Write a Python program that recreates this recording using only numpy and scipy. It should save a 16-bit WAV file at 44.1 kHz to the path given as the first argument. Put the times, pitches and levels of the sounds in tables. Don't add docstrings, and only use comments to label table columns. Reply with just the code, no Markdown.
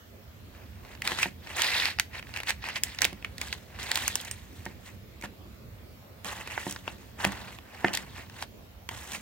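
import sys
import numpy as np
from scipy import signal
from scipy.fft import rfft, irfft
from scipy.io import wavfile
from scipy.ndimage import uniform_filter1d

SR = 44100
rng = np.random.default_rng(int(sys.argv[2]) if len(sys.argv) > 2 else 0)


def master(y):
    cut = np.clip(np.atleast_2d(y).T, -1, 1)
    pcm = np.round(cut * 32767)
    wavfile.write(sys.argv[1], SR, pcm.astype(np.int16))


N = 406161

# frequency in Hz, relative density in dB.
KITCHEN_SPECTRUM = [(40, -18), (55, -5), (90, -2.5), (157, -16), (200, -10.5), (303, -18.5), (650, -22.5),
                    (780, -27.5), (2540, -31.5), (4100, -34.5), (6900, -40.5), (9300, -46.5),
                    (11200, -41.5), (12800, -38), (16000, -36.5)]
# frequency in Hz, correlation.
KITCHEN_CORRELATION = [(60, 1), (180, 0.69), (550, 0.35), (1650, -0.13), (4970, -0.063), (15000, -0.02)]
# frequency in Hz, left over right in dB.
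KITCHEN_BALANCE = [(60, -3.5), (240, -2.0), (950, -1.5), (3770, 0.5), (15000, -4.5)]
# time in seconds, level in dB (taken about its mean).
RUMBLE_DRIFT = [(0.0, -53), (0.18, -57.5), (1.2, -52.5), (1.41, -55), (3.21, -52.5), (9.06, -55.5),
                (9.21, -52)]
# time of full force in seconds, hold in seconds, middle-band
# level in dB, seconds to rise 20 dB, seconds to fall 20 dB, then body, rasp and crisp in dB re middle.
KNIFE_STROKES = [(.555, 0, -52, 0.075, 0.38, -4.5, -3, -13), (.91, 0.028, -48, 0.23, 0.069, -6, -2, -8.5),
                 (1.066, 0.065, -33, 0.055, 0.11, -6.5, 1, -7),
                 (1.217, 0.016, -25, .09, 0.052, -14, -0.5, -7.5),
                 (1.5, 0.19, -38.5, 0.094, 0.13, -8, -1, -9.5),
                 (1.567, .04, -27.5, 0.011, 0.071, -9.5, 1.5, -5),
                 (1.615, .26, -25, 0.069, .07, -14.5, 0.5, -10),
                 (2.15, 0.046, -35.5, 0.042, 0.013, -12, -2.5, -13.5),
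                 (2.306, 0.012, -46, 0.09, 0.014, -8, -2, -7.5),
                 (2.368, 0.0065, -33, 0.049, 0.067, -11, -1.5, -11),
                 (2.494, 0.0018, -19, .027, 0.029, -14, -1, -10.5),
                 (2.654, 0.051, -33.5, .05, 0.072, -11, -1.5, -14.5),
                 (2.767, 0, -27.5, 0.028, 0.027, -12.5, -14, -9),
                 (2.848, 0.0052, -39, 0.037, 0.29, -12.5, 0, -8.5),
                 (3.024, 0.0041, -24, 0.019, 0.063, -11.5, -1.5, -12), (3.25, 0, -55, .2, 0.77, -6, 0, -9),
                 (3.423, 0.019, -41, 0.057, 0.22, -8.5, 1.5, -5),
                 (3.538, 0.0035, -40, 0.017, 0.023, -4, 4, -1.5), (3.75, .03, -48.5, .1, .05, -4, -2, -12),
                 (3.795, 0.16, -35, .015, .05, -10, 0, -8.5),
                 (3.965, 0.049, -33, 0.044, 0.39, -11, 1.5, -5),
                 (4.198, 0.084, -45, 0.5, 0.04, -7.5, 0, -7.5),
                 (4.568, 0.02, -53, 0.13, 0.15, -9.5, 1.5, -3),
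                 (4.665, 0.0038, -46, 0.049, 0.12, -7.5, -1, -9),
                 (4.869, 0.0083, -47, 0.1, 0.096, -9.5, 0, -4),
                 (5.238, 0.012, -38.5, 0.01, 0.032, -3.5, -2, -6.5),
                 (6.255, 0.072, -35.5, 0.012, 0.07, -4.5, -0.5, -6),
                 (6.36, 0.065, -40, .05, 0.043, -5.5, -0.5, -7.5), (6.48, 0, -39.5, .07, 0.08, -8, 0, -11),
                 (6.519, 0.11, -38, 0.093, 0.09, -8.5, -2, -7.5),
                 (6.675, 0.038, -40, 0.09, 0.11, -7.5, 1.5, -1), (6.886, 0, -44, 0.072, 0.14, -6, -0.5, -7),
                 (7.0, 0, -55.5, 0.067, .35, -6, 0.5, -3.5),
                 (7.207, 0.066, -34, 0.032, 0.071, -2.5, -2, -8.5),
                 (7.308, 0.11, -40.5, 0.02, 0.073, -6.5, -2, -10),
                 (7.487, 0, -43, 0.16, 0.069, -3, -1.5, -9),
                 (7.539, 0.0085, -46.5, 0.088, 0.043, -8, 1, -4.5),
                 (7.76, .07, -45, .2, 0.12, -4.5, -2.5, -10),
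                 (7.858, 0.024, -36.5, 0.049, 0.18, -1.5, -10, -11.5),
                 (7.946, 0, -26.5, .017, 0.038, -10, 1.5, -8), (7.98, 0.041, -42, .03, .04, -9.5, 0, -7),
                 (8.08, 0.043, -53, .1, 0.12, -14, 0.5, -8),
                 (8.18, 0.017, -40.5, 0.098, 0.091, -5.5, -1.5, -8),
                 (8.425, 0.014, -39, 0.14, 0.017, -5, -0.5, -6),
                 (8.914, 0, -39, 0.013, 0.13, -2.5, -1, -4.5), (8.962, 0.1, -44, 0.017, 0.3, -7, 2, -2.5),
                 (9.138, 0.023, -37, 0.11, 0.048, -9, 0.5, -2)]
# frequency in Hz, relative density in dB.
FILM_SPECTRUM = [(180, -20.5), (300, -17.5), (460, -17.5), (860, -10), (1100, -10.5), (1270, -11.5),
                 (1870, 3.5), (2360, 4), (2700, 7), (4500, 0), (5150, -2.5), (6400, -5), (8600, -10),
                 (9400, -14.5), (16000, -21)]
# frequency in Hz, coherence.
PORT_COHERENCE = [(60, 1), (300, 0.9), (1000, 0.81), (3000, 0.58), (15000, 1)]
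# frequency in Hz, lead of the left port in radians.
PORT_LEAD = [(1000, 0.75), (2000, 0.64), (4500, 1.6), (6000, 1.8), (9000, 1.66), (16000, 1.63)]
# frequency in Hz, seconds to fall 60 dB.
WALL_DECAY = [(200, 0.7), (1000, 0.15), (4000, 0.21), (12000, 0.19)]
# start in seconds, middle-band level in dB,
# then body, rasp and crisp in dB re middle, left over right in dB.
CREASE_SNAPS = [(0.849, -40.5, -6, -4, -19, -2), (0.951, -41.5, -12, -0.5, -14, -3),
                (1.0195, -22.5, -34, -3, -11, -2.5), (1.052, -30, -16, -14, -7, -1),
                (1.0747, -17.5, -20, 1, -8.5, 0), (1.118, -29, -3, -18, -29, 7),
                (1.187, -25, -1, -0.5, -21, 0), (1.2296, -16.5, -25, -7, -12.5, -3),
                (1.471, -36, -12, -5, -21, 0), (1.6192, -21.5, -8, 5.5, -1, -6),
                (1.855, -17.5, -19, 1.5, -11, -2), (1.863, -21.5, -18, -10, -24.5, -1),
                (1.9865, -21, -9, -5, -20, -2), (1.9972, -11, -18, 0, -8.5, -1.5),
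                (2.147, -45, -9, -8, -20, -1), (2.226, -36, -10, -6, -23, -4),
                (2.269, -41, -18, -11, -31, 1), (2.292, -43, -5, -10, -27, -6),
                (2.339, -32, -16, -2, -12, -7), (2.362, -25, -16, -6, -16, 6),
                (2.372, -26, -17, -4, -10, -7), (2.402, -28, -7, -11, -14, 0),
                (2.433, -30, -9, -3, -9.5, -1), (2.471, -29, -12, -8, -20, 1),
                (2.483, -26, -12, -12, -12, -3), (2.505, -19.5, -32, -2, -9.5, -6),
                (2.64, -31, -4, -9, -26, 0), (2.687, -27, -6, -5, -10.5, 1),
                (2.758, -32.5, -16, 7, -16, -3), (2.8347, -19.5, -20, 3.5, 2, -0.5),
                (2.947, -42.5, -13, -8, 0, -4), (2.9872, -27, -17, 1.5, -10.5, -1),
                (3.007, -40.5, 3, 3, 2, -1), (3.0182, -18, -15, 1.5, 0, -5), (3.044, -27, -6, 12, 1, -1),
                (3.0506, -12, -17, -2, -7.5, -2), (3.129, -35, -10, -2, -11, -6),
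                (3.2252, -37, -20, -9, -20, 1), (3.246, -24.5, -11, -17, -19, 0),
                (3.381, -35.5, -29, 4.5, -1, -5), (3.414, -24, -15, -1, -5.5, -2.5),
                (3.483, -41, -12, 6, -2, -4), (3.5268, -19.5, -19, -1.5, -16, -1),
                (3.788, -32.5, -4, -7, -19, -1), (3.83, -38, -25, 0, 1, -7),
                (3.9152, -16.5, -12, 3, -6.5, -3), (3.956, -19, -16, 3.5, -3.5, 1),
                (3.9734, -24, -7, -5, -4.5, -3), (4.079, -22, -11.5, -1, 3, -0.5),
                (4.155, -25, -9, 5, 5, -2), (4.212, -39, -14, 2, 2, -3), (4.249, -52, -3, 5, 12, -9),
                (4.312, -34.5, -10, -6, 5.5, -6), (4.654, -44.5, -20, -13, 2, -3),
                (5.212, -44, -18, 2, 1, -3), (5.223, -35.5, -19, -1, -11, -1), (6.246, -43, 5, 7, 5, -7),
                (6.474, -30, -7, -4, -11, -3), (6.509, -33.5, -6, -10, -16, -3),
                (6.5772, -26.5, 6, -15, -31, -2.5), (6.677, -44, -10, -5, 4, -2),
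                (6.697, -40.5, -15, -5, 4, -4), (6.71, -40, -10, 2, 8, -2), (6.724, -39, -15, 0, 5.5, -2),
                (6.761, -31.5, -2.5, -4, -21, -1), (6.878, -23.5, -2, -8, -27, 2),
                (7.199, -40, -9, -5, -15, 2), (7.2441, -16.5, -4, -15, -22, 0),
                (7.249, -10.5, -6, -4, -13, -2), (7.32, -31.5, -0.5, -1.5, -6, -1),
                (7.5865, -39.5, -4.5, -13, -14, 0), (7.882, -24.5, -7, -6.5, -30, -7),
                (7.932, -39, -10, 7.5, 0, 3), (7.9365, -26, -17, 3.5, -2, -3),
                (7.95, -34, -13, -9, 7.5, -3), (7.9724, -22.5, -20, -1, -6, 3),
                (8.161, -37, -7, -8, -21, 4), (8.297, -41, -5, -3.5, -9, 3), (8.424, -27.5, -1, 0, -9.5, 0),
                (8.8895, -28, -5, -13, -10, -2), (9.119, -34.5, -7, 2.5, -3, 0),
                (9.133, -46, -10, 0, 9, -2)]
# start in seconds, peak in dB before radiation,
# weight of the low modes in dB, weight of the high modes in dB, contact time in seconds.
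TRAY_KNOCKS = [(1.119, -23.5, -3, 0, 0.00025), (1.258, -16.5, -6.5, -7, 0.000087),
               (3.049, -27, -1, -1, 0.00037), (3.127, -29.5, -12, -28, .0005),
               (4.6635, -20, -1.5, 0, 0.00011), (5.238, -21.5, -3.5, -3, 0.00021),
               (6.251, -42, 18, -6, 0.0013), (6.667, -18.5, -13, -20, 0.00023),
               (6.693, -44, 5, -14, 0.0014), (7.263, -17.5, 9, -2, 0.0015),
               (7.845, -5.5, -12.5, -6, 0.00021), (7.848, -6, -23, 11, 0.000088)]
# frequency in Hz, relative level in dB, seconds to fall 60 dB.
TRAY_MODES = [(197.6, 0.5, 0.19), (283, -6.5, 0.15), (355.6, -2.5, 0.085), (466, -9.5, 0.037),
              (588, -9, 0.045), (740, -5, 0.051), (916, 7, 0.025), (1480, -15, 0.044), (1644, -2, 0.038),
              (1844, 15.5, 0.017), (2130, 1, 0.045), (2520, -3, 0.027)]


def gain_of(db):
    return 10 ** (np.asarray(db) / 20)


def unit_rms(x):
    return x / np.sqrt(np.mean(x ** 2) + 1e-20)


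def curve_at(points, hz):
    f, value = np.transpose(points)
    return np.interp(np.log(hz + 1), np.log(f + 1), value)


def pan(balance_db):
    return gain_of([.5 * balance_db, -.5 * balance_db])[..., None]


def kitchen_noise(level_db=-47.5, patch_db=1.9, drift_below_hz=300):
    frames, hz = N // 512 + 5, np.fft.rfftfreq(2048, 1 / SR)
    a, b, c, d, patches = rng.standard_normal((frames, 1025, 5)).T
    patches = unit_rms(uniform_filter1d(uniform_filter1d(patches, size=20, axis=0), size=10, axis=1))
    drift_db = np.interp(np.arange(frames) * 512 / SR, *np.transpose(RUMBLE_DRIFT))
    drift_db = (drift_db - drift_db.mean()) / (1 + (hz[:, None] / drift_below_hz) ** 2)
    alike = curve_at(KITCHEN_CORRELATION, hz)[:, None]
    left = a + 1j * b
    right = alike * left + np.sqrt(1 - alike ** 2) * (c + 1j * d)
    colour = gain_of(curve_at(KITCHEN_SPECTRUM, hz)[:, None] + patch_db * patches + drift_db)
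    spectra = np.array([left, right]) * colour * pan(curve_at(KITCHEN_BALANCE, hz))
    noise = signal.istft(spectra, nperseg=2048, noverlap=1536)[1][:, :N]
    return gain_of(level_db) * unit_rms(noise)


def stroke_envelopes(settle_db=-26, settle_s=0.13):
    t, power = np.arange(0, N + 64, 64) / SR, 0
    for start, hold, level_db, rise, fall, *shares_db in KNIFE_STROKES:
        before, after = np.maximum(start - t, 0), np.maximum(t - start - hold, 0)
        attack = gain_of(level_db - 20 * before / rise) ** 2
        release = gain_of(-20 * after / fall) ** 2 + gain_of(settle_db - 20 * after / settle_s) ** 2
        power = power + np.outer(gain_of([0] + shares_db) ** 2, attack * release)
    return [np.interp(np.arange(N) / SR, t, band) for band in np.sqrt(power)]


def film_bands(edges_hz=(1200, 3000, 5200)):
    hz = abs(np.fft.fftfreq(4096, 1 / SR))
    body, below_rasp, below_crisp = (1 / (1 + (hz / edge) ** 8) for edge in edges_hz)
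    shares = abs(np.array([below_rasp - body, body, below_crisp - below_rasp, 1 - below_crisp]))
    log_gain = np.log(np.sqrt(shares) * gain_of(curve_at(FILM_SPECTRUM, hz)) + 1e-5)
    taps = np.fft.ifft(np.exp(np.conj(signal.hilbert(log_gain)))).real[:, :1024]
    return taps / np.linalg.norm(taps, axis=1, keepdims=True)


def two_ports(left, independent):
    hz = np.fft.rfftfreq(len(left), 1 / SR)
    alike = curve_at(PORT_COHERENCE, hz)
    lag = np.exp(-1j * curve_at(PORT_LEAD, hz))
    right = alike * lag * rfft(left) + np.sqrt(1 - alike ** 2) * rfft(independent)
    return np.array([left, irfft(right, len(left))])


def film_rustle(top_slips_per_s=20000, crowding=.15, spread_db=3.5, clump_db=1.5, clump_s=.008):
    envelopes = stroke_envelopes()
    density = np.clip((envelopes[0] / envelopes[0].max()) ** crowding, .1, 1)
    shared, *per_band = unit_rms(uniform_filter1d(rng.standard_normal((5, N)), round(clump_s * SR)))
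    clumps = unit_rms(gain_of(clump_db * (shared + np.array(per_band))))
    sizes = gain_of(spread_db * np.minimum(rng.exponential(1, (2, N)), 5))
    slipping = rng.random((2, N)) < density * top_slips_per_s / SR
    grains = sizes * slipping * rng.choice([-1., 1.], (2, N))
    drive = two_ports(*unit_rms(grains / np.sqrt(density)))
    bands = [signal.oaconvolve(drive, taps[None])[:, :N] for taps in film_bands()]
    rustle = sum(envelope * clump * band for envelope, clump, band in zip(envelopes, clumps, bands))
    return pan(balance_db=-1.2) * rustle


def wall_echo(near):
    reflections = np.zeros((2, SR // 2))
    delays = np.arange(200, SR // 2 - 20, 20)
    delays = delays + rng.integers(0, 20, (2, len(delays)))
    np.put_along_axis(reflections, delays, rng.choice([-1., 1.], delays.shape), axis=1)
    hz, t, spectra = signal.stft(reflections, SR, nperseg=256)
    decay = gain_of(-60 * t / curve_at(WALL_DECAY, hz)[:, None])
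    tail = signal.istft(spectra * decay, SR, nperseg=256)[1]
    return signal.fftconvolve(near.mean(0)[None], tail / np.linalg.norm(tail[0]), axes=1)[:, :N]


def crease_snaps(attack_s=.0004, jolt_t60=0.0091, flurry_db=-20, flurry_t60=0.06):
    bands, t, out = film_bands(), np.arange(2048) / SR, np.zeros((2, N + 6000))
    bands[3] = signal.lfilter([1, -0.33], [1], bands[3])
    decay = gain_of(-60 * t / jolt_t60) + gain_of(flurry_db - 60 * t / flurry_t60)
    envelope = np.minimum(t / attack_s, 1) * decay
    for start, level_db, *shares_db, balance_db in CREASE_SNAPS:
        drive = two_ports(*rng.standard_normal((2, len(t)))) * envelope
        parts = signal.fftconvolve(drive[None], bands[:, None], axes=2)
        peak_power = uniform_filter1d(parts.mean(1) ** 2, size=64).max(1)
        parts /= np.sqrt(peak_power)[:, None, None]
        snap = np.tensordot(gain_of([0] + shares_db), parts, axes=1)
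        out[:, round(start * SR):][:, :snap.shape[1]] += gain_of(level_db) * pan(balance_db) * snap
    return out[:, :N]


def tray_knocks(low_hz=300, high_hz=1200, scatter_db=0.22, detuning=0.015):
    t, out = np.arange(12000) / SR, np.zeros(N + 13000)
    hz, mode_db, t60 = np.transpose(TRAY_MODES)[:, :, None]
    for start, peak_db, low_db, high_db, contact_s in TRAY_KNOCKS:
        scatter, detune = rng.standard_normal((2, len(TRAY_MODES), 1))
        spot_db = low_db / (1 + (hz / low_hz) ** 4) + high_db / (1 + (high_hz / hz) ** 4)
        amplitudes = gain_of(mode_db + spot_db + scatter_db * scatter - 60 * t / t60)
        ring = (amplitudes * np.sin(2 * np.pi * hz * (1 + detuning * detune) * t)).sum(0)
        push = np.exp(-t[:900] / max(contact_s, .0001)) * (1 + rng.standard_normal(900))
        knock = signal.fftconvolve(ring, push)
        out[round(start * SR):][:len(knock)] += gain_of(peak_db) * knock / abs(knock).max()
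    radiation = signal.butter(2, 150, "high", fs=SR, output="sos")
    return pan(balance_db=-2.5) * signal.sosfilt(radiation, out[:N])


def blade_ring(start_s=4.312, hz=8600, level_db=-32, t60=0.074):
    t = np.maximum(np.arange(N) / SR - start_s, 0)
    return gain_of(level_db - 60 * t / t60) * np.sin(2 * np.pi * hz * t)


def scene(echo_db=-13.5):
    near = film_rustle() + crease_snaps() + tray_knocks() + blade_ring()
    return near + gain_of(echo_db) * wall_echo(near) + kitchen_noise()


def record(dry, low_hz=44, high_hz=16000):
    thinned = signal.sosfilt(signal.butter(8, low_hz, "high", fs=SR, output="sos"), dry)
    lowpass = signal.firwin(255, high_hz, window=("kaiser", 7), fs=SR)
    return signal.oaconvolve(thinned, lowpass[None], "same")


dry = scene()
out = record(dry)
master(out)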